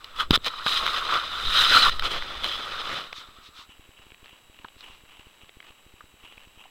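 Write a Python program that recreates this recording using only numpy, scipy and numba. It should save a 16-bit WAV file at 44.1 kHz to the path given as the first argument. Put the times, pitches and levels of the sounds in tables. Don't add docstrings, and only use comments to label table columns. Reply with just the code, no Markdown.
import sys
import numpy as np
from scipy import signal
from scipy.fft import rfft, irfft, next_fast_len
from scipy.io import wavfile
from numba import njit

SR = 44100
rng = np.random.default_rng(int(sys.argv[2]) if len(sys.argv) > 2 else 0)


def unload_audio(sound):
    columns = np.transpose(np.atleast_2d(sound))
    steps = np.round(np.clip(columns, -1, 1) * 32767)
    wavfile.write(sys.argv[1], SR, steps.astype(np.int16))


N = 295766
T = np.arange(N) / SR


def undb(db):
    return 10 ** (np.asarray(db) / 20)


def unit(x):
    return x / np.sqrt(np.mean(x ** 2))


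def peak(x):
    return x / np.abs(x).max()


def add(track, s, sound):
    i = max(int(s * SR), 0)
    track[i:i + len(sound)] += sound[:N - i]


def colour(x, points):
    hz, db = np.transpose(points)
    size = next_fast_len(N, True)
    f = np.maximum(np.fft.rfftfreq(size, 1 / SR), 1)
    gain = undb(np.interp(np.log(f), np.log(hz), db))
    return unit(irfft(rfft(x, size) * gain, size)[:N])


def lowpass(x, hz):
    return signal.sosfilt(signal.butter(4, hz, fs=SR, output="sos"), x)


@njit
def moving_bandpass(x, hz, width):
    y, band, low = np.empty(len(x)), 0., 0.
    for i in range(len(x)):
        g, k = np.tan(np.pi * hz[i] / SR), width / hz[i]
        v = (band + g * (x[i] - low) + 1e-18) / (1 + g * (g + k))
        band, low, y[i] = 2 * v - band, low + 2 * g * v, k * v
    return y


def resonate(x, hz, width):
    hz = hz * np.ones(len(x))
    once = moving_bandpass(x, hz, float(width))
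    return moving_bandpass(once, hz, float(width))


def walk(rate):
    return 1.2 * np.interp(T * rate, np.arange(8192), rng.standard_normal(8192))


def grains(rate, spread_db, patchy_db, patch_rate):
    hit = rng.random(N) < rate / SR
    size = undb(spread_db * np.minimum(rng.exponential(size=N), 4))
    sign = rng.choice([-1, 1], N)
    return unit(hit * size * sign * undb(patchy_db * walk(patch_rate)))


def swell(s, hold, db, rise, fall):
    before = np.maximum(s - T, 0) / max(rise, .002)
    after = np.maximum(T - s - hold, 0) / max(fall, .002)
    return undb(db - 20 * np.minimum(before + after, 10))


TICK_TIMES = [3.178, 3.282, 3.381, 3.485, 3.586, 3.688, 3.79, 3.886, 3.991, 4.062, 4.116, 4.224, 4.325,
              4.493, 4.593, 4.760, 4.895, 5.032, 5.19, 5.264, 5.430, 5.565, 5.699, 5.860, 5.935, 6.036,
              6.136, 6.234, 6.371, 6.468, 6.57]
# pitch in Hz, rms level in dB.
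WHINE_TONES = [(3876, -69.5), (7720, -70.5), (7752, -85), (15472, -92.5)]
# frequency in Hz, relative level in dB per Hz.
HISS_COLOUR = [(24, -35), (40, -6.5), (621, -9.5), (2160, -11), (2770, -8.5), (5170, -21), (6980, -20),
               (7520, -18), (8310, -21), (15500, -21.5)]
HISS_DB = -60.5


def camera():
    ticks, t = np.zeros(N), T[:700]
    from_middle = t - .006
    for s in TICK_TIMES:
        sag = np.exp(-(from_middle / 0.0033) ** 2)
        wobble = np.exp(-(from_middle / 0.0015) ** 2) * np.cos(2 * np.pi * 290 * from_middle)
        size = undb(-47.5 + 1.6 * rng.standard_normal())
        add(ticks, s, -size * (sag + 1.17 * wobble))
    whine = np.zeros(N)
    for hz, db in WHINE_TONES:
        cycles = np.cumsum(hz + 5 * walk(rate=38)) / SR
        whine += undb(db) * np.sqrt(2) * np.sin(2 * np.pi * cycles)
    hiss = undb(HISS_DB) * colour(rng.standard_normal(N), HISS_COLOUR)
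    return ticks + whine + hiss


# time of full strength in seconds, level in dB,
# rise time and fall time (one value for both) in seconds per 20 dB.
WIND_GUSTS = [(.31, -32, 0.24), (.85, -36, 0.41), (1.48, -24, 0.13), (1.93, -29.5, 0.89),
              (2.35, -36.5, 0.73), (4.93, -55, 0.29), (6.26, -59.5, 0.48)]
CALM_DB = -66.5


def wind():
    swells = [swell(s, 0, db, length, length) for s, db, length in WIND_GUSTS]
    gusts = undb(CALM_DB) + np.max(swells, axis=0)
    air = colour(rng.standard_normal(N), [(2, -9), (7, 3), (14, -2.5), (30, -18.5), (60, -18.5),
                                          (150, -34.5), (600, -41), (4000, -110)])
    return gusts * air


# frequency in Hz, relative level in dB.
SNOW_COLOUR = [(60, -29), (300, -1), (600, -7.5), (1100, 5.5), (1600, -6), (2200, 0), (2900, 12), (3400, 1),
               (4200, -23), (6000, -16), (16000, -25)]
# time of full weight in seconds, hold in seconds, level in dB.
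BOOT_STEPS = [(3.7, .005, -53), (3.797, .08, -63), (3.977, 0.046, -54), (4.247, 0.1, -55),
              (4.545, 0.11, -58.5), (4.841, 0.021, -46), (4.91, .02, -53), (5.096, 0.076, -53.5),
              (5.202, .08, -58), (5.423, .002, -52), (5.66, 0.024, -53), (5.98, 0.0054, -64),
              (6.238, .07, -51), (6.386, 0.069, -59), (6.6, .005, -49)]
STEP_RISE_S, STEP_FALL_S = 0.053, 0.12
SHUFFLE_FROM_S, SHUFFLE_DB = 3.7, -63.5


def boots():
    shuffle = swell(SHUFFLE_FROM_S, T[-1], SHUFFLE_DB, STEP_RISE_S, STEP_FALL_S)
    step_power = sum(swell(s, hold, db, STEP_RISE_S, STEP_FALL_S) ** 2 for s, hold, db in BOOT_STEPS)
    weight = np.sqrt(shuffle ** 2 + step_power)
    crystals = grains(rate=3500, spread_db=2.0, patchy_db=2.6, patch_rate=240)
    coarse = grains(rate=90, spread_db=1.0, patchy_db=-0.5, patch_rate=20)
    coarse_ticks = unit(lowpass(resonate(coarse, 1270, 4600), 4300))
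    crackle = undb(-30.5) * weight ** 0.56 * coarse_ticks
    return weight * colour(crystals, SNOW_COLOUR) + crackle


# start in seconds, peak level in dB, ring pitch in Hz.
ICE_CRACKS = [(3.1283, -23, 2960), (4.104, -35, 2700), (4.119, -34, 2490), (4.145, -35, 2770),
              (4.244, -37.5, 2700), (4.259, -32, 2780), (4.281, -36.5, 2780), (4.589, -36.5, 2620),
              (4.646, -29, 1190), (4.685, -32.5, 2700), (5.415, -39, 2900), (5.493, -34.5, 2600),
              (5.603, -31.5, 2270), (5.627, -36.5, 2280), (6.007, -31, 1260), (6.324, -36, 3050),
              (6.379, -34, 2600), (6.639, -40.5, 2200), (6.653, -42, 840)]
CRACK_CYCLES = 27


def cracks():
    out, t = np.zeros(N), T[:2500]
    for s, db, hz in ICE_CRACKS:
        burst = rng.standard_normal(len(t)) * undb(-60 * t * hz / CRACK_CYCLES)
        ring = peak(resonate(burst, hz, hz ** 2 / 2800))
        tick = peak(resonate(burst, 1200, 4800))
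        muffled = lowpass(ring + hz / 2700 * tick, 3160)
        add(out, s, undb(db) * peak(muffled))
    return out


# start in seconds, strength in dB, length of the push in seconds.
CASE_KNOCKS = [(0.3076, 3.5, 0.0042), (0.332, -11, 0.0031), (0.3745, -14.5, 0.0028), (0.663, -9, 0.0012),
               (3.126, -28.5, 0.001), (4.645, -30.5, .0032)]


def knocks():
    out, t = np.zeros(N), T[:2500]
    for s, db, length in CASE_KNOCKS:
        swing = np.sin(2 * np.pi * t / length) * np.exp(-(t / (0.64 * length)) ** 2)
        sag = -.11 * np.exp(-((t - 2.3 * length) / (.5 * length)) ** 2)
        push = rng.standard_normal(len(t)) * np.exp(-(t / (.5 * length)) ** 2)
        clack = resonate(push, 3340, 740) + 0.63 * resonate(push, 1250, 610) + 0.015 * push
        add(out, s, undb(db) * (0.5 * swing + sag + .5 * peak(clack)))
    return out


# centre in Hz, width in Hz, relative level in dB.
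CASE_RESONANCES = [(1880, 330, -6), (2500, 450, -8), (3050, 420, 0), (3520, 400, -2), (4010, 330, 0),
                   (4950, 750, -10), (6200, 500, -21)]


def case_ring(x):
    out = np.zeros(len(x))
    for k, (hz, width, db) in enumerate(CASE_RESONANCES):
        out += (-1) ** k * undb(db) * resonate(x, hz, width)
    return out


# start in seconds, peak level in dB,
# strength of the low resonance in dB relative to the upper ring.
SCRAPE_SNAGS = [(0.043, -25.5, -13), (0.162, -28, -8), (0.198, -14.5, -4), (0.316, -20, -10),
                (0.356, -5, -21), (0.445, -19, -23), (0.481, -15.5, -10), (0.664, -10, -1),
                (0.669, -13, 13), (0.864, -9.5, 1), (0.877, -12.5, 2.5), (1.093, -15.5, 18),
                (1.142, -16, -6), (1.17, -17.5, 1), (1.85, -9, -4), (1.995, -12.5, 0), (2.0228, -16.5, 4),
                (2.162, -19.5, -1), (2.223, -18.5, 5), (2.443, -9.5, -7), (3.128, -24, 3),
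                (4.807, -31.5, -10)]


def snags():
    out, t = np.zeros(N), T[:1500]
    for s, db, low_db in SCRAPE_SNAGS:
        push = rng.standard_normal(len(t)) * np.exp(-t / .0014)
        upper = peak(case_ring(push))
        low = undb(low_db) * peak(resonate(push, 1315, 770))
        add(out, s, undb(db) * peak(upper + low + 0.19 * peak(push)))
    return out


# middle in seconds, half length in seconds, level in dB at the middle.
LIGHT_BRUSHES = [(3.182, 0.039, -40.5), (3.277, 0.023, -62), (3.463, 0.031, -47.5), (3.595, 0.043, -45),
                 (4.805, 0.026, -54), (4.914, 0.079, -59)]
# frequency in Hz, relative level in dB.
BRUSH_COLOUR = [(200, -35), (850, -14), (1200, 5.5), (1500, -9), (1850, -6.5), (2800, -2), (3800, 4.5),
                (4600, -5.5), (6200, -11.5), (7000, -18), (16000, -34)]


def brushes():
    touch = sum(undb(db) * np.exp(-((T - s) / half) ** 2) for s, half, db in LIGHT_BRUSHES)
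    fine = grains(rate=26000, spread_db=3.5, patchy_db=1.0, patch_rate=510)
    return touch * colour(fine, BRUSH_COLOUR)


# time of full force in seconds, hold in seconds, force level in dB,
# rise in seconds per 20 dB, fall in seconds per 20 dB, high resonance in Hz,
# share of the low resonance in dB, share of the dull rasp in dB.
CASE_STROKES = [(0.012, 0.16, -51, .03, .1, 3470, -1.5, -1.5),
                (0.205, 0.0043, -22, 0.045, .04, 3320, 0, -12.5),
                (0.339, .022, -15.5, 0.023, 0.0077, 3660, -6, -12),
                (0.465, 0.0062, -18.5, 0.027, 0.025, 3700, -11.5, -9),
                (0.513, .14, -37.5, 0.15, .1, 3820, 0.5, -12),
                (0.677, 0.096, -20, 0.048, 0.063, 3900, -8.5, -18),
                (0.818, 0.17, -27.5, 0.2, 0.14, 3630, -4.5, -9.5),
                (1.14, 0.029, -27, 0.28, 0.19, 3565, 0.5, -7),
                (1.333, 0.35, -31, 0.15, 0.13, 3750, -3.5, -8),
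                (1.592, 0.033, -15, 0.21, 0.28, 3770, -9.5, -16.5),
                (1.752, 0.032, -11.5, 0.11, 0.12, 4000, -7, -12),
                (1.827, 0.071, -19, 0.018, 0.0049, 3840, 0, -8.5),
                (2.044, 0.0195, -24.5, 0.032, .05, 3240, -6, -6.5),
                (2.111, 0.018, -25.5, 0.029, 0.1, 3250, -6.5, -6),
                (2.204, 0.61, -37.5, 1, 0.067, 3580, -2.5, -4),
                (2.441, .03, -27, 0.033, 0.25, 3310, -9, -6.5), (2.914, .06, -32, 0.53, 0.16, 3670, -3, -5),
                (3.216, 0.034, -48.5, 0.056, 0.19, 3670, -0.5, -4.5),
                (3.368, 0.021, -53, .04, 0.13, 3500, -0.5, -3.5),
                (3.587, .03, -55.5, 0.14, .05, 3600, 4.5, -6)]


def grip():
    power = np.array([swell(*row[:5]) ** 2 for row in CASE_STROKES])
    total = power.sum(axis=0)
    high_hz, low_db, rasp_db = np.array(CASE_STROKES)[:, 5:].T @ power / total
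    return 10 * np.log10(total), high_hz, low_db, rasp_db


# frequency in Hz, relative level in dB.
RASP_COLOUR = [(30, -13), (80, -4.5), (200, -8), (550, -0.5), (850, -3), (1600, -2), (2400, -1.5),
               (4000, -5), (16000, -54.5)]
# frequency in Hz, relative level in dB.
FIZZ_COLOUR = [(1000, -39), (4000, -4), (5600, 3), (6800, -1.5), (7600, 1.5), (9000, -2.5), (11500, -4.5),
               (16000, -10)]
FIZZ_DB = -23
LIGHT_TOUCH_DB = -29
LOW_HZ, LOW_HZ_PER_DB = 1247, 4.5


def scrape():
    force_db, high_hz, low_db, rasp_db = grip()
    firm_db = np.maximum(force_db - LIGHT_TOUCH_DB, 0)
    low_hz = LOW_HZ + LOW_HZ_PER_DB * firm_db
    judder = undb(0.64 * walk(rate=54) + 0.416 * walk(rate=710))
    catch_gain = undb(-9.5 - 0.47 * firm_db)
    catches = catch_gain * grains(rate=190, spread_db=3.0, patchy_db=2, patch_rate=20)
    slips = []
    for _ in range(4):
        fine = grains(rate=5500, spread_db=2.5, patchy_db=1.76, patch_rate=200)
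        slips.append(catches + fine * undb(2.0 * walk(rate=35)))
    low = undb(low_db) * unit(resonate(slips[0], low_hz * (1 + 0.035 * walk(rate=45)), 346))
    high = undb(-6.5) * unit(resonate(slips[1], high_hz * (1 + 0.028 * walk(rate=47)), 383))
    upper = undb(-5.5) * unit(case_ring(slips[2]))
    rasp = undb(rasp_db) * colour(slips[3], RASP_COLOUR)
    finest = grains(rate=9900, spread_db=1.5, patchy_db=1.0, patch_rate=300)
    fizz = undb(FIZZ_DB) * colour(finest, FIZZ_COLOUR)
    return undb(force_db) * judder * (low + high + upper + rasp + fizz)


def scene():
    background = camera() + wind()
    walking = boots() + cracks()
    handling = knocks() + snags() + brushes() + scrape()
    return (background + walking + handling)[None]


TOP_HZ = 15850


def record(dry):
    rounded = np.tanh(0.78 * dry) / 0.82
    return signal.sosfilt(signal.ellip(10, .2, 80, TOP_HZ, fs=SR, output="sos"), rounded)


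dry = scene()
out = record(dry)
unload_audio(out)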